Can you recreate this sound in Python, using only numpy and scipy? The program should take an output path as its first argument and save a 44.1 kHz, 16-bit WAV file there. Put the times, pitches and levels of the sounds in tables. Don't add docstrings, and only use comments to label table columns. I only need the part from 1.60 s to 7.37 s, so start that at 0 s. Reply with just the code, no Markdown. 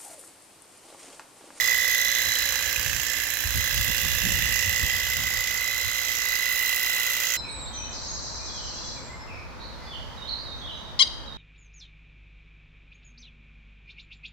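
import sys
import numpy as np
from scipy import signal
from scipy.fft import rfft, irfft, next_fast_len
from scipy.io import wavfile
from scipy.ndimage import uniform_filter1d

SR = 44100
rng = np.random.default_rng(int(sys.argv[2]) if len(sys.argv) > 2 else 0)


def generate_wav(sig):
    pcm = np.round(np.clip(np.atleast_2d(sig).T, -1, 1) * 32767).astype(np.int16)
    wavfile.write(sys.argv[1], SR, pcm)


N = 254456
BIN_HZ = np.fft.rfftfreq(N, 1 / SR)


def amp(db):
    return 10 ** (np.asarray(db) / 20)


def unit(x):
    return x / np.sqrt(np.mean(np.atleast_2d(x).mean(0) ** 2) + 1e-20)


def curves(table):
    times, *columns = np.transpose(table)
    return [np.interp(np.arange(N) / SR, times, column) for column in columns]


def at_hz(table, hz):
    f, value = np.transpose(table)
    return np.interp(np.log(hz + 1), np.log(f + 1), value)


def wander(rate):
    size = next_fast_len(N, True)
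    smooth = np.exp(-(np.fft.rfftfreq(size, 1 / SR) / rate) ** 2)
    return unit(irfft(rfft(rng.standard_normal(size)) * smooth, size)[:N])


def colour(x, spectrum):
    size = next_fast_len(N, True)
    gain = amp(at_hz(spectrum, np.fft.rfftfreq(size, 1 / SR)))
    return irfft(rfft(x, size) * gain, size)[..., :N]


def resonate(x, hz, width_hz):
    turn = np.exp(2j * np.pi * np.cumsum(hz * np.ones(N)) / SR)
    pole = np.exp(-np.pi * width_hz / SR)
    return 2 * (turn * signal.lfilter([1 - pole], [1, -pole], x / turn)).real


def patchy(x, depth_db, frames, bands):
    spectra = signal.stft(x, nperseg=256, noverlap=192)[2]
    field = rng.standard_normal(spectra.shape[1:])
    field = uniform_filter1d(uniform_filter1d(field, bands, 0), frames, 1)
    return signal.istft(spectra * amp(depth_db * field / field.std()), nperseg=256, noverlap=192)[1][:, :N]


def bursts(train, rise_s):
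    age = np.arange(SR // 20) / SR / rise_s
    return signal.oaconvolve(train, age * np.exp(1 - age))[:N]


def swell(start, length, rise_share=.26):
    corners = [start, start + rise_share * length, start + length]
    return np.sin(np.pi / 2 * np.interp(np.arange(N) / SR, corners, [0, 1, 0]))


# f/Hz, correlation (clipped to 0-1)
COHERENCE = [(200, 1), (600, 0.5), (1500, 1.08), (2800, 0.24), (5000, -0.7), (8000, 0.6), (14000, -9.7)]
# f/Hz, left minus right/dB
BALANCE = [(300, -3.5), (1000, 0.5), (1600, -17), (2750, -10.5), (3500, -6.5), (4300, 0.5), (5000, -10),
           (6000, -16.5), (7300, -28.5), (8500, -11), (10500, -15), (12000, -13.5), (14000, -23),
           (15500, -2)]
def place(pair):
    a, b = rfft(pair)
    same = np.clip(at_hz(COHERENCE, BIN_HZ), 0, 1)
    side = amp(at_hz(BALANCE, BIN_HZ) / 2)
    left = same * a + np.sqrt(1 - same ** 2) * b
    return irfft(np.array([left * side, a / side]), N)


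# t/s, level/dB
SWEEP_LEVEL = [(0, 2.8), (.4, 1.8), (1.15, 1.1), (1.8, -2), (2.15, 1.2), (2.65, .5), (3, 1), (3.85, -1),
               (4.85, -1.7), (5.77, .5)]
def swept(level_db, follow):
    return amp(level_db + follow * curves(SWEEP_LEVEL)[0])


def mesh_tone(cycles, order, throb_db, peak_at, sag, slide, snag, limp_db, rough, lead):
    stroke = 4 * np.pi * (cycles - peak_at)
    drag = sag * np.sin(stroke) - slide * np.cos(stroke) + snag * np.sin(2 * stroke)
    phase = 2 * np.pi * order * cycles - drag + rough * wander(75)
    stroke_db = throb_db * np.cos(stroke) + 1.15 * np.cos(2 * stroke)
    stroke_db -= .7 * np.sin(2 * stroke)
    gain = amp(stroke_db - limp_db * np.cos(stroke / 2) + 1.4 * wander(36))
    left_lead = lead + .25 * wander(1.5)
    return unit(gain * np.array([np.sin(phase + left_lead), np.sin(phase)]))


# t/s, level/dB
MESH_LEVEL = [(0, -26), (.38, -27.5), (.85, -34.5), (1.08, -37), (1.3, -45), (1.55, -35), (1.8, -44.5),
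              (1.99, -33), (2.62, -35.5), (3, -30), (3.36, -30), (3.5, -33), (4, -31), (4.3, -34),
              (4.9, -29.5), (5.77, -33.5)]
# t/s, level/dB
OCTAVE_LEVEL = [(0, -40), (.18, -42.5), (.77, -33.5), (1.3, -49.5), (1.98, -41.5), (3.3, -46),
                (3.95, -47.5), (4.1, -40.5), (4.42, -40.5), (4.58, -48), (4.7, -41.5), (5.4, -39.5),
                (5.77, -46)]
# t/s, left minus right/dB
MESH_BALANCE = [(0, -7), (.9, -5), (1.55, -16), (2, -4), (2.7, -9), (3.55, -1), (4.05, -5.5), (4.9, -6.5),
                (5.6, 3)]
# t/s, sag in mid-stroke/rad, downward slide through the stroke/rad
MESH_BEND = [(.35, .33, .35), (.8, 0, .9), (1.15, -.4, .5), (2.1, 0, .15), (3.25, .33, .2),
             (4.05, -.5, .05), (5.05, .15, .25)]
def gears(cycles, order=68):
    tone_db, octave_db, side_db = (curves(table)[0] for table in (MESH_LEVEL, OCTAVE_LEVEL, MESH_BALANCE))
    sag, slide = curves(MESH_BEND)
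    tone = mesh_tone(cycles, order, throb_db=5.9, peak_at=.06, sag=sag, slide=slide,
                     snag=.13, limp_db=.8, rough=.25, lead=1.15)
    octave = mesh_tone(cycles, 2 * order, throb_db=6.5, peak_at=.037, sag=.19, slide=.65,
                       snag=.087, limp_db=1, rough=.36, lead=1.63)
    sides = amp(np.array([side_db, -side_db]) / 2)
    return tone * sides / sides.mean(0) * amp(tone_db) + octave * amp([[-1.5], [1.5]]) * amp(octave_db)


# multiple of the blade rate, relative level/dB
ROTOR_LINES = [(17, 0), (18, -11), (19, 0)]
# t/s, level/dB
CRANK_LEVEL = [(0, -65), (.8, -61), (1.8, -58), (3.4, -66.5), (5.77, -64)]
def motor(cycles):
    lines = sum(amp(db + 2.05 * wander(18)) * np.sin(2 * np.pi * (order * cycles + rng.random()))
                for order, db in ROTOR_LINES)
    rotor = swept(-53.5, follow=1.4) * unit(lines) * amp([[-.6], [.6]])
    crank = amp(curves(CRANK_LEVEL)[0]) * unit(np.sin(2 * np.pi * 10 * cycles))
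    shake = amp(-56) * unit(np.sin(4 * np.pi * cycles))
    return rotor + crank + shake


# position/cycle, relative level/dB
TURNING_POINTS = [(.215, -2), (.732, -4.7)]
def reversals(cycles, spread_db, jitter_s, contrast=1):
    train = np.zeros(N)
    for position, db in TURNING_POINTS:
        late, strong = np.clip(rng.standard_normal((int(cycles[-1]), 2)), -1.4, 1.4).T
        onsets = np.searchsorted(cycles, np.arange(len(late)) + position) + late * jitter_s * SR
        train[np.clip(onsets.astype(int), 0, N - 1)] += amp(contrast * db + spread_db * strong)
    return train


# t/s, level/dB, f/Hz
CASE_BAND = [(0, -41, 1700), (.6, -36.5, 1710), (1.05, -37.5, 1670), (1.5, -37, 1743), (2.4, -40.5, 1660),
             (2.85, -37.5, 1820), (3.3, -43.5, 1800), (3.6, -45, 1530), (4.5, -48, 1470),
             (5.77, -43.5, 1460)]
def gear_case(cycles):
    level_db, hz = curves(CASE_BAND)
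    knocks = np.roll(reversals(cycles, spread_db=2, jitter_s=.00005), round(.0004 * SR))
    ring = unit(knocks) + 1.25 * rng.standard_normal(N)
    for width_hz in (240, 500, 900):
        ring = resonate(ring, hz, width_hz)
    return amp(level_db) * unit(ring) * amp([[-5], [3]])


# f/Hz, width/Hz
BAR_RESONANCES = [(2750, 250), (3480, 190)]
# t/s, lower level/dB, upper level/dB
BAR_LEVELS = [(0, -45, -40.5), (.55, -49, -39), (1.15, -40, -57), (1.95, -46, -47), (2.3, -38, -41),
              (2.8, -34, -42.5), (3.9, -48, -48), (4.8, -41, -54), (5.4, -38, -48), (5.77, -41, -49)]
def blade_bar(cycles):
    sound = np.zeros((2, N))
    for (hz, width), level_db in zip(BAR_RESONANCES, curves(BAR_LEVELS)):
        force = .7 + bursts(reversals(cycles, spread_db=2, jitter_s=.00025), rise_s=.0012)
        rub = force * rng.standard_normal((2, N))
        ring = resonate(resonate(rub, hz, width), hz, 2 * width)
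        sound += amp(level_db) * unit(place(ring))
    return sound


# f/Hz, level/dB
KNOCK_SPECTRUM = [(100, -12), (200, -2.5), (400, -3), (650, -2), (850, 2), (1150, 6.5), (1330, -10.5),
                  (1550, 0.5), (2000, 11.5), (2300, -0.5), (3200, -7), (6000, -38)]
def housing(cycles, smear_s=.004984):
    knocks = reversals(cycles, spread_db=1.2, jitter_s=.00003)
    anchors_hz = np.arange(0, SR / 2, 140)
    delay_s = np.interp(BIN_HZ, anchors_hz, smear_s * rng.random(len(anchors_hz)))
    smeared = irfft(rfft(knocks) * np.exp(-2j * np.pi * np.cumsum(delay_s) * SR / N), N)
    pair = np.array([smeared, np.roll(smeared, round(.001485 * SR))])
    return swept(-42.5, follow=.66) * unit(colour(place(pair), KNOCK_SPECTRUM))


def friction(cycles, spectrum, rise_s, sliding, grain_db, contrast, spread_db=1.9):
    force = sliding + bursts(reversals(cycles, spread_db, jitter_s=.0003, contrast=contrast), rise_s)
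    noise = place(rng.standard_normal((2, N)) * force * amp(grain_db * wander(850)))
    noise = patchy(noise, depth_db=1.4, frames=5, bands=3)
    noise = patchy(noise, depth_db=1.25, frames=220, bands=2)
    anchors_hz = np.arange(0, SR / 2, 70)
    ripple = amp(1.8 * np.interp(BIN_HZ, anchors_hz, rng.standard_normal(len(anchors_hz))))
    return unit(colour(irfft(rfft(noise) * ripple, N), spectrum))


# f/Hz, level/dB
CLATTER_BAND = [(300, -14), (700, -11.5), (1200, -8), (1600, -6), (2250, -3), (2550, 0.5), (2850, -2),
                (3200, 5.5), (3500, -2), (3800, 1.5), (4400, -7.5), (6000, -18)]
SCRAPE_BAND = [(3000, -17), (4300, 2), (5000, 5), (5450, 1), (6150, 4.5), (6700, -3), (7500, -4.5),
               (7900, -8), (8400, -41), (9300, -24), (11000, -37)]
SIZZLE_BAND = [(5060, -43), (8600, -17.5), (9820, -11.5), (12000, 2.5), (13500, -5), (14700, -5),
               (15400, 3.5), (15800, -5)]
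# t/s, level/dB
SIZZLE_COURSE = [(0, -32.5), (1.6, -36), (2.35, -33), (3.05, -34.5), (3.85, -38), (4.8, -36.5), (4.98, -33),
                 (5.35, -33.5), (5.77, -35.5)]
# t/s, length/s, extra scrape/dB
DENSE_GROWTH = [(0, 0.16, 1), (2.92, 0.17, 2.2), (4.42, 0.32, 2), (5.642, 0.16, 2)]
def blades(cycles):
    clatter = friction(cycles, CLATTER_BAND, rise_s=.0025, sliding=.41, grain_db=.5, contrast=2.5,
                       spread_db=.7)
    scrape = friction(cycles, SCRAPE_BAND, rise_s=.0017, sliding=.44, grain_db=.7, contrast=1.8)
    sizzle = friction(cycles, SIZZLE_BAND, rise_s=.0025, sliding=.32, grain_db=1.4, contrast=2.1)
    bite_db = sum(db * swell(start, length) for start, length, db in DENSE_GROWTH)
    return (swept(-36, follow=.46) * clatter
            + swept(-34.5 + bite_db, follow=.82) * scrape
            + amp(curves(SIZZLE_COURSE)[0]) * sizzle)


def snips(cycles, per_s=160, spread_db=3):
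    closing = bursts(reversals(cycles, spread_db=3, jitter_s=.0016), rise_s=.0014)
    chance = closing / closing.mean() * per_s / SR
    snaps = (rng.random(N) < chance) * amp(spread_db * rng.uniform(-1, 1, N))
    crackle = place(bursts(snaps, rise_s=.00038) * rng.standard_normal((2, N)))
    spectrum = [(600, -34), (2500, -1), (7000, -25), (8500, -25), (12000, 2), (16000, 20)]
    return amp(-48) * unit(colour(crackle, spectrum))


# f/Hz, level/dB
ROAD_SPECTRUM = [(25, -8), (65, -9), (200, -12), (400, -5.5), (1200, -6.5), (4000, -32), (12000, -48)]
def road():
    return amp(-54.5) * unit(colour(place(rng.standard_normal((2, N))), ROAD_SPECTRUM))


def buffet(spectrum, lump_db):
    lumps = np.array([wander(25), wander(25)])
    return unit(colour(rng.standard_normal((2, N)) * amp(lump_db * lumps), spectrum))


# f/Hz, level/dB
RUMBLE_BAND = [(15, -36), (25, -26), (33, -2.5), (45, -1.5), (60, -2), (90, -2.5), (140, -15), (220, -35.5),
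               (400, -51)]
FLUTTER_BAND = [(60, -26), (130, 4.5), (200, -1), (290, -8.5), (450, -19.5), (900, -45)]
# t/s, level/dB
BREEZE_LEVEL = [(0, -56.5), (1.1, -49), (1.65, -50), (2.05, -41), (2.7, -37.5), (3.4, -40.5), (4.1, -48),
                (4.8, -55.5), (5.77, -63)]
# t/s, length/s, rumble level/dB, flutter level/dB
MIC_GUSTS = [(0.654, 0.088, -39, -55), (1.03, 0.055, -40, -58), (1.174, 0.062, -36, -49),
             (1.235, 0.21, -37.5, -45), (1.83, .11, -35, -54), (1.936, 0.092, -29.5, -42),
             (2.126, .16, -32, -43.5), (2.281, 0.033, -47, -34.5), (2.423, 0.082, -35, -35),
             (2.505, 0.087, -29, -47), (2.603, 0.34, -32, -36.5), (3.04, 0.1, -33.5, -48),
             (3.185, 0.13, -34.5, -46), (3.57, 0.15, -44, -45.5), (3.738, .09, -39, -61),
             (4.235, .07, -38, -62)]
def wind():
    rumble = amp(curves(BREEZE_LEVEL)[0] + .5 * wander(7.7))
    flutter = rumble * amp(-12.5)
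    for start, length, rumble_db, flutter_db in MIC_GUSTS:
        gust = swell(start, length)
        rumble = np.hypot(rumble, amp(rumble_db) * gust)
        flutter = np.hypot(flutter, amp(flutter_db) * gust)
    sound = rumble * buffet(RUMBLE_BAND, lump_db=2.1) + flutter * buffet(FLUTTER_BAND, lump_db=4.5)
    sound = colour(sound, [(15, -20), (48, -.5)])
    return sound * amp([[-2], [1.5]])


# t/s, f/Hz
BLADE_RATE = [(0, 29.559), (.45, 29.506), (1.4, 29.461), (1.62, 29.583), (1.9, 29.514), (2.8, 29.452),
              (3.5, 29.509), (3.85, 29.421), (4.3, 29.578), (4.78, 29.444), (4.95, 29.588), (5.3, 29.521),
              (5.77, 29.505)]
def scene():
    cycles = np.cumsum(curves(BLADE_RATE)[0]) / SR
    drive = gears(cycles) + motor(cycles)
    knocks = gear_case(cycles) + blade_bar(cycles) + housing(cycles)
    cutting = blades(cycles) + snips(cycles)
    return drive + knocks + cutting + wind() + road()


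def record(dry, cutoff_hz=15850):
    lowpass = signal.firwin(601, cutoff_hz, window=("kaiser", 9), fs=SR)
    return signal.oaconvolve(dry, lowpass[None], "same", axes=1)


dry = scene()
out = record(dry)
generate_wav(out)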